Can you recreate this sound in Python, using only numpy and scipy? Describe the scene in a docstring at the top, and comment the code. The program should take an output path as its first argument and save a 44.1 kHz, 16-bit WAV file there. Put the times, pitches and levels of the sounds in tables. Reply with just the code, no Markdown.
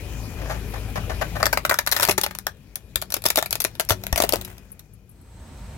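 """On asphalt, microphone close by at ground level: a car creeps up on the left, engine rumbling throughout.
Its tread shoves a hollow plastic toy truck, which skids and judders on grit. From 1.4 s the shell
cracks in volleys that ring its body and panels, and it collapses with dull thumps under the tyre.
Near 4.7 s a small loose part tinkles away. Last, the microphone swings to face the engine bay,
and its hiss and whirr swell."""
import sys
import numpy as np
from scipy import signal
from scipy.io import wavfile

SR = 44100
rng = np.random.default_rng(int(sys.argv[2]) if len(sys.argv) > 2 else 0)


def dump(signal):
    """Clip the signal to [-1, 1] and save it as 16-bit WAV at the path in sys.argv[1]."""
    limited = np.clip(np.atleast_2d(signal).T, -1, 1)
    pcm = np.round(limited * 32767).astype(np.int16)
    wavfile.write(sys.argv[1], SR, pcm)


N = 254752
TIME = np.arange(N) / SR

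# The shell cracking, close on the left. Each row: start in seconds, level in dB,
# brightness (treble over shell) in dB, tearing time in seconds.
CRACKS = [(1.4284, -10, -9, 0.001), (1.4358, -19.5, -17, 0.003), (1.4553, -14.5, 2.5, 0.0018),
          (1.4657, -14.5, -2.5, 0.00053), (1.5274, -12, -5, 0.0042), (1.5729, -14.0, -9, 0.0013),
          (1.6499, -13, -9, 0.0017), (1.6941, -13.5, -1, 0.0023), (1.7101, -11, -21.5, 0.0019),
          (1.719, -16, -29, 0.0063), (1.7412, -17, -5.5, 0.0012), (1.7872, -12.0, -0.5, 0.0023),
          (1.864, -24.5, 8, 0.001), (1.8721, -15, 0, 0.0024), (1.9144, -18, 8.5, 0.0011),
          (1.9212, -12.5, 5.5, 0.004), (1.9633, -15.5, 1, 0.0033), (1.972, -26, 4.5, 0.0042),
          (1.9974, -17, -1, 0.0014), (2.008, -22, 7.5, 0.0016), (2.0228, -19, 4.5, 0.0011),
          (2.0283, -12, 3.5, 0.0029), (2.0388, -21.5, 0, 0.0023), (2.05, -17, 10, 0.0014),
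          (2.0751, -25, 7.5, 0.0011), (2.086, -14, -1, 0.0024), (2.0939, -12.5, 2, 0.0025),
          (2.1088, -15.5, 7.5, 0.0037), (2.1783, -13.5, -0.5, 0.0033), (2.2127, -19.5, 15, 0.001),
          (2.234, -14.5, 4.5, 0.0045), (2.2626, -20.5, -3, 0.0011), (2.309, -30.5, -5, 0.002),
          (2.3503, -29, 4, 0.00081), (2.3868, -28, 26, 0.00047), (2.4673, -17.5, 0, 0.00083),
          (2.7562, -24, 26, 0.0011), (2.9573, -15, 10.5, 0.0013), (3.016, -27, 18, 0.001),
          (3.0221, -26, 2.5, 0.001), (3.103, -32, 14.5, 0.0019), (3.1212, -23, 12, 0.0018),
          (3.1402, -15.5, 10, 0.0021), (3.1656, -25.5, 1, 0.0021), (3.2202, -36, 18.5, 0.001),
          (3.2392, -27.5, 9.5, 0.0015), (3.2539, -15, 3, 0.0031), (3.2608, -11, 10, 0.0023),
          (3.2856, -23, 14.5, 0.00096), (3.3021, -15, 14.5, 0.0013), (3.3574, -15.5, 12.5, 0.0012),
          (3.372, -14.5, 11, 0.00098), (3.377, -14.5, -7.5, 0.0017), (3.3846, -15.0, 0, 0.0025),
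          (3.4254, -19, -1, 0.001), (3.4588, -25.5, 8, 0.0022), (3.5074, -22.5, 18, 0.0016),
          (3.5266, -16.5, 17.5, 0.0015), (3.554, -21.5, 10.5, 0.00091), (3.6022, -18.5, 20, 0.0031),
          (3.618, -23, 24, 0.0015), (3.6416, -20, 34, 0.00029), (3.648, -15, 2.5, 0.0017),
          (3.752, -39, 6, 0.0011), (3.7966, -16, 2, 0.0013), (3.8089, -23, 14, 0.00047),
          (3.8496, -38, 27, 0.00059), (3.8886, -21, 13, 0.0024), (3.896, -16.5, 8, 0.0016),
          (3.9044, -12.0, -1, 0.0024), (3.9177, -18, -3, 0.0053), (4.0365, -29.5, 3.5, 0.0012),
          (4.067, -23.5, 10.5, 0.0002), (4.1267, -16, -2.5, 0.0013), (4.1588, -20.5, 5, 0.00082),
          (4.175, -15.5, 2, 0.0047), (4.2009, -14, -4.5, 0.0016), (4.221, -15.5, 5.5, 0.0013),
          (4.2366, -15, -6, 0.0014), (4.2914, -17, 17, 0.00071), (4.3233, -18.5, 9.5, 0.00047),
          (4.3334, -14, -7.5, 0.0018), (4.3576, -24, 2, 0.00028), (4.412, -30.5, 9, 0.0018),
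          (4.4477, -30.5, 19, 0.0025), (4.581, -42.5, 10, 0.001), (4.793, -39.5, 17, 0.002)]
# What the toy rings with, largest part first. Each row: pitch in Hz, width in Hz, level in dB.
BODY_MODES = [(372, 94, -4), (425, 41, -3.5), (629, 117, 6.5)]
PANEL_MODES = [(883, 99, 0.5), (1001, 146, -1), (1176, 290, 0), (1496, 256, -1), (1780, 210, 0),
               (2150, 920, -9.5)]
SNAP_MODES = [(2370, 660, -3), (2920, 730, -3), (3700, 630, -1), (4750, 410, 0.5), (5350, 620, -0.5),
              (7640, 1400, -4.5)]
SPLINTER_MODES = [(9860, 2600, -5), (11600, 680, 2.5), (12470, 1400, 1), (14100, 5100, -6)]
# The climbing tyre smothers the panels. Each row: time in seconds, panels over body in dB.
PANELS_FREE = [(1.45, 6.5), (1.85, 17.5), (2.09, 1), (2.26, 10.5), (3.3, -2), (4.15, 0.5), (4.25, -16)]
def cracks(break_up_s=0.021, splinter_pan_db=0.35):
    """Each crack shares its power among hollow body, panels, snapping edge and flying splinters."""
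    out = np.zeros((2, N))
    for s, level_db, bright_db, tear_s in CRACKS:
        tear_s = np.clip(tear_s, .0003, .006)
        # A brighter crack favours the smaller parts; the intact shell sheds fewer splinters.
        shell, treble = share(from_db(level_db), bright_db)
        body, panels = share(shell, np.interp(s, *np.transpose(PANELS_FREE)) + 0.21 * bright_db)
        intact = np.exp(-(s - CRACKS[0][0]) / break_up_s)
        snap, splinters = share(treble, -0.5 - 8 * intact + 0.27 * bright_db)
        splinters = splinters * from_db([[splinter_pan_db], [-splinter_pan_db]])
        knock = fracture(tear_s * 0.5, BODY_MODES, 170, 915, detune=0.05, jagged_db=3.5)
        clack = fracture(tear_s * 0.75, PANEL_MODES, 620, 2870, detune=0.043, jagged_db=2)
        click = fracture(tear_s, SNAP_MODES, 1800, 7000, detune=0.054, jagged_db=3)
        spray = fracture(tear_s, SPLINTER_MODES, 9200, 15060, detune=0.027, jagged_db=4.5)
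        add(out, s, body * from_db(1.17) * knock + panels * from_db(-0.8) * clack)
        add(out, s, snap * from_db(1.12) * click + splinters * from_db(0.85) * spray)
    return out


def fracture(tear_s, modes, low_hz, high_hz, detune, jagged_db, size=1500):
    """A running crack is a short volley of uneven slips; each shard rings at slightly different pitches."""
    age = (np.arange(size) + 1) / (tear_s * SR)
    slips = rng.standard_normal((2, size)) * from_db(jagged_db * rng.standard_normal(size))
    slips = stereo(slips, np.sqrt(low_hz * high_hz)) * np.sqrt(age) * np.exp(-age)
    chance = rng.standard_normal((len(modes), 2))
    shard = [(hz * np.exp(detune * shift), width, db + 2 * strength)
             for (hz, width, db), (shift, strength) in zip(modes, chance)]
    return unit_rms(band(ring(slips, shard), low_hz, high_hz)) * np.sqrt(.005 * SR / size)


# The tread shoves the toy along the road. 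Each row: start in seconds, level in dB, length in seconds.
SKIDS = [(0.37, -38.5, 0.041), (0.454, -34, 0.01), (0.494, -28.5, 0.025), (0.736, -31, 0.014),
         (0.956, -20.5, 0.0093), (1.095, -25, 0.014), (1.211, -21, 0.011), (1.353, -25.5, 0.012),
         (1.399, -30.5, .008)]
def skids(judder_per_s=150, judder_db=3):
    """The toy's wheels stick and slip over grit; uneven bursts of grains ring the body and panels."""
    push = np.zeros(N)
    for s, level_db, length in SKIDS:
        age = TIME[:SR // 5] / length
        add(push, s, from_db(level_db) * np.sqrt(2 * np.e * age) * np.exp(-age))
    grit = stereo(grains(per_s=3000, spread_db=1), 1400)
    grit = push * unit_rms(grit * from_db(judder_db * drift(judder_per_s)))
    scratch = from_db(-9.5) * band(grit, 2260, 6800) + from_db(-8.5) * band(grit, 8400, 12400)
    return from_db(13) * ring(grit, BODY_MODES[2:] + PANEL_MODES) + scratch


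# The tyre grinds the broken shell. Each row: start and length in seconds, level in dB, fade in dB/s.
GRINDS = [(1.92, 0.16, -35.5, 350.5), (4.17, 0.25, -46.5, 120), (4.437, 0.036, -47, 82.5)]
def crumbs(shell, rise_s=0.02):
    """Chips crackle under the tread and after cracks, duller in a grind; stray bits knock on panels."""
    grinding = 0
    for s, length, level_db, fade in GRINDS:
        onset = np.clip((TIME - s) / rise_s, 0, 1)
        grinding += onset * from_db(level_db - fade * np.maximum(0, TIME - s - length))
    crackling = engine_gain(-54.5, follows=1.2) + from_db(-11) * lingering(shell, settle_s=0.0035)
    chips = unit_rms(stereo(grains(per_s=1300, spread_db=4.5), 3300) * from_db(2 * drift(30)))
    bits = unit_rms(stereo(grains(per_s=140, spread_db=2), 1400))
    bits *= from_db(-24) * lingering(shell, settle_s=0.026)
    knocks = ring(bits, PANEL_MODES + SNAP_MODES[:3])
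    rustle = band(chips * (crackling + grinding), 420, 2800)
    fizz = band(chips * (crackling + from_db(-4) * grinding) + from_db(-8) * bits, 3800, 22000)
    return from_db(6.5) * knocks + from_db(7.5) * rustle + from_db(2.5) * fizz


# The shell gives way. Each row: start in seconds, level in dB, pitch in Hz, 60 dB decay in seconds.
THUMPS = [(2.086, -16, 190, 0.016), (2.093, -11, 368, 0.038), (2.184, -12.5, 376, 0.021),
          (2.96, -22.5, 60, 0.081), (3.261, -21, 167, 0.022), (3.91, -14.5, 96, 0.094),
          (4.128, -7.5, 63.5, 0.059), (4.334, -14.5, 345, .04)]
# The carcass and two modes of the air inside. Each row: pitch in Hz, level in dB, 60 dB decay in seconds.
TYRE_MODES = [(99.8, 3, 0.58), (190, -1.5, 1.8), (368, 0, 0.64)]
# The wheel drops. Each row: start in seconds, level in dB.
WHEEL_DROPS = [(2.1, -38.5), (2.96, -47.5), (3.91, -38), (4.334, -38.5)]
def tyre():
    """The tyre thumps as the shell gives way; its carcass and air hum on when the wheel has dropped."""
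    out = np.zeros(N)
    for s, level_db, hz, t60 in THUMPS:
        add(out, s, from_db(level_db) * damped_sine(hz, t60))
    hum = sum(from_db(db) * damped_sine(hz, t60) for hz, db, t60 in TYRE_MODES)
    for s, level_db in WHEEL_DROPS:
        add(out, s, from_db(level_db) * hum)
    return out


# A small hard part bounces on the asphalt nearby. Each row: start in seconds, level in dB.
BOUNCES = [(4.717, -30), (4.935, -41.5), (5.093, -42), (5.112, -48.5), (5.213, -48)]
def tinkles():
    """Each bounce rings a high pair of modes."""
    out = np.zeros(N)
    ping = (damped_sine(10950, .06) + damped_sine(11900, .05) / 2) * np.minimum(TIME[:SR] / .001, 1)
    for s, level_db in BOUNCES:
        add(out, s, from_db(level_db) * ping)
    return out


# Exhaust and fan, from beside the car. Each row: frequency in Hz, relative spectral density in dB.
RUMBLE_COLOUR = [(25, -22), (45, -6), (70, -1.5), (115, -4.5), (160, -9), (250, -13.5), (400, -24.5),
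                 (700, -46.5)]
FAN_COLOUR = [(200, -17.5), (400, 6), (700, 0), (1100, -7.5), (2500, -6), (3300, -11), (7000, -12.5),
              (9000, -30), (12000, -9.5), (16000, -26)]
def engine(facing, firing_hz=53.6, wander=0.0274, throb_db=1.5):
    """An uneven firing tone over exhaust rumble, with the fan's hiss and whine from under the car's side."""
    phase = 2 * np.pi * np.cumsum(firing_hz * (1 + wander * drift(9))) / SR
    firing = unit_rms((np.sin(phase) + from_db(-7) * np.sin(2 * phase)) * from_db(throb_db * drift(18)))
    fan = coloured_noise(FAN_COLOUR, flicker_db=2.4) + from_db(-11) * whine(2453, 120)
    rumble = coloured_noise(RUMBLE_COLOUR, flicker_db=2.5)
    return (engine_gain(-32.5, follows=1.15) * firing
            + engine_gain(-33, follows=0.89) * rumble
            + engine_gain(-40.5, follows=1.096) * (1 - facing) * fan)


# The engine's level as heard: loud at first, sinking while the toy cracks, swelling again at the end.
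# Each row: time in seconds, level in dB.
ENGINE_LEVEL = [(0, -34.5), (.5, -33.5), (1.4, -33), (1.75, -43.5), (2.2, -45.5), (2.6, -50), (3.7, -45.5),
                (4.3, -38.5), (4.7, -51), (5.05, -53.5), (5.78, -41)]
def engine_gain(peak_db, follows, loudest_db=-33):
    """A part's gain: peak_db when the engine is loudest, falling `follows` dB for each dB it sinks."""
    return from_db(peak_db + follows * (np.interp(TIME, *np.transpose(ENGINE_LEVEL)) - loudest_db))


# Belts and pulleys. Each row: pitch in Hz, width in Hz, level in dB.
BELT_WHISTLES = [(916, 21, -63), (4124, 71, -71.5), (6360, 88, -71.5), (8030, 860, -60)]
# The bay, heard head-on. Each row: frequency in Hz, relative spectral density in dB.
BAY_COLOUR = [(35, 4), (80, 24.5), (220, -19), (450, 0.5), (900, -3.5), (1500, -7.5), (3000, -12.5),
              (7000, -18.5), (13000, -26), (16000, -36.5)]
def engine_bay():
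    """Belts and pulleys whistle over the bay's drone and hiss."""
    whirr = sum(from_db(db) * whine(hz, width) for hz, width, db in BELT_WHISTLES)
    return whirr + engine_gain(-33, follows=0.66) * coloured_noise(BAY_COLOUR, flicker_db=0.9)


def underbody(x, t60=0.11, low_hz=456, wet_db=-12, patterns=12):
    """Dense reflections between road, wheel and floor pan; their pattern changes as the wheel rolls on."""
    t, out = TIME[:SR // 4], 0
    decay = from_db(-60 * t / t60) * np.clip(t / 0.00067 - 1, 0, 1)
    for k in range(patterns):
        echoes = rng.standard_normal((2, len(t))) * decay
        echoes = band(echoes, low_hz, 11000, order=1) + from_db(-0.5) * band(echoes, 520, 3900, order=1)
        crossfade = np.sqrt(np.maximum(0, 1 - np.abs(np.linspace(0, patterns - 1, N) - k)))
        out += signal.oaconvolve(x * crossfade, unit_rms(echoes) / np.sqrt(len(t)), axes=1)[:, :N]
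    return from_db(wet_db) * out


# How alike the microphone's two sides are. Each row: frequency in Hz, correlation from 0 to 1.
LIKENESS = [(60, 1), (250, .9), (520, 0.91), (1300, 0.62), (2500, 0.41), (6000, .2), (15000, .1)]
def stereo(two, hz):
    """Two unrelated signals become left and right, more alike in the bass."""
    alike = np.clip(at_hz(LIKENESS, hz), 0, 1)
    return np.sqrt(1 + alike) * two[0] + np.sqrt(1 - alike) * two[1] * np.array([[1], [-1]])


def from_left(x, pan_db, lag_samples):
    """The microphone's left side hears the sound louder and sooner."""
    left, right = x * np.ones((2, 1))
    return np.array([left, np.pad(right, (lag_samples, 0))[:N]]) * unit_rms(from_db([[pan_db], [0]]))


def coloured_noise(colour, flicker_db):
    """Stereo noise in narrow bands, each flickering on its own."""
    out, edges = 0, np.geomspace(22, 17000, 25)
    white = rng.standard_normal((2, 2, N))
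    for k, (low, high) in enumerate(zip(edges, edges[1:])):
        hz = np.sqrt(low * high)
        gain = from_db(at_hz(colour, hz) + flicker_db * drift(20))
        out += gain * stereo(band(white[k % 2], low, high), hz)
    return unit_rms(out)


def whine(hz, width_hz):
    """A narrow, wavering whistle of unit power."""
    return unit_rms(resonate(resonate(rng.standard_normal((2, N)), hz, width_hz), hz, width_hz))


def grains(per_s, spread_db):
    """Random clicks of uneven size."""
    born = rng.random(N) < per_s / SR
    return born * rng.standard_normal((2, N)) * from_db(spread_db * np.minimum(rng.exponential(1, N), 4))


def damped_sine(hz, t60):
    """A struck mode that falls 60 dB in t60 seconds."""
    t = TIME[:SR]
    return np.sin(2 * np.pi * hz * t) * from_db(-60 * t / t60)


def ring(x, modes):
    """Drive a set of modes of alternating polarity."""
    return sum(resonate(x, hz, width) * from_db(db) * (-1) ** k for k, (hz, width, db) in enumerate(modes))


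def resonate(x, hz, width_hz):
    """One resonance with gain 1 at its peak."""
    r = np.exp(-np.pi * width_hz / SR)
    feedback = [1, -2 * r * np.cos(2 * np.pi * hz / SR), r * r]
    return signal.lfilter(np.array([1, 0, -1]) * (1 - r * r) / 2, feedback, x + 1e-18)


def band(x, low_hz, high_hz, order=2):
    """Causal band-pass."""
    sos = signal.butter(order, [low_hz, min(high_hz, .45 * SR)], "band", fs=SR, output="sos")
    return signal.sosfilt(sos, x + 1e-18)


def share(gain, upper_over_lower_db):
    """Divide a sound's power between a lower and an upper part."""
    ratio = from_db(upper_over_lower_db)
    return gain * np.array([1, ratio]) / np.hypot(1, ratio)


def lingering(x, settle_s):
    """The strength of a sound, dying away after it."""
    r = np.exp(-1 / (settle_s * SR))
    return np.sqrt(signal.lfilter([1 - r], [1, -r], np.mean(x ** 2, axis=0) + 1e-18))


def drift(per_s):
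    """A random wander of unit power."""
    knots = rng.standard_normal(int(per_s * N / SR) + 2)
    return unit_rms(np.interp(TIME * per_s, np.arange(len(knots)), knots))


def at_hz(points, hz):
    """Read a spectrum on a log-frequency axis."""
    freqs, values = np.transpose(points)
    return np.interp(np.log(hz), np.log(freqs), values)


def add(out, s, sound):
    """Mix a sound in at s seconds."""
    start = int(s * SR)
    out[..., start:start + sound.shape[-1]] += sound[..., :N - start]


def from_db(db):
    """Decibels to gain."""
    return 10 ** (np.asarray(db) / 20)


def unit_rms(x):
    """Scale to unit power."""
    return x / np.sqrt(np.mean(x ** 2) + 1e-20)


def scene():
    """The toy lies close on the left; so does the car, until the microphone swings to its engine bay."""
    shell = cracks()
    toy = shell + skids() + crumbs(shell)
    near = from_left(toy + underbody(toy) + tyre() + tinkles(), pan_db=5.5, lag_samples=6)
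    facing = np.interp(TIME, [5.05, 5.45], [0, 1])
    car = engine(facing)
    side_on = from_left(car, pan_db=7, lag_samples=3)
    head_on = car + engine_bay()
    return near + (1 - facing) * side_on + facing * head_on


def record(dry, low_cut_hz=19, cutoff_hz=16000):
    """The microphone sheds the deepest bass; the sharpest peaks are rounded off and the top is cut."""
    dry = signal.sosfilt(signal.butter(1, low_cut_hz, "high", fs=SR, output="sos"), dry)
    rounded = dry / (1 + dry ** 4) ** (1 / 4)
    return signal.sosfilt(signal.ellip(10, .2, 70, cutoff_hz, fs=SR, output="sos"), rounded)


dry = scene()
out = record(dry)
dump(out)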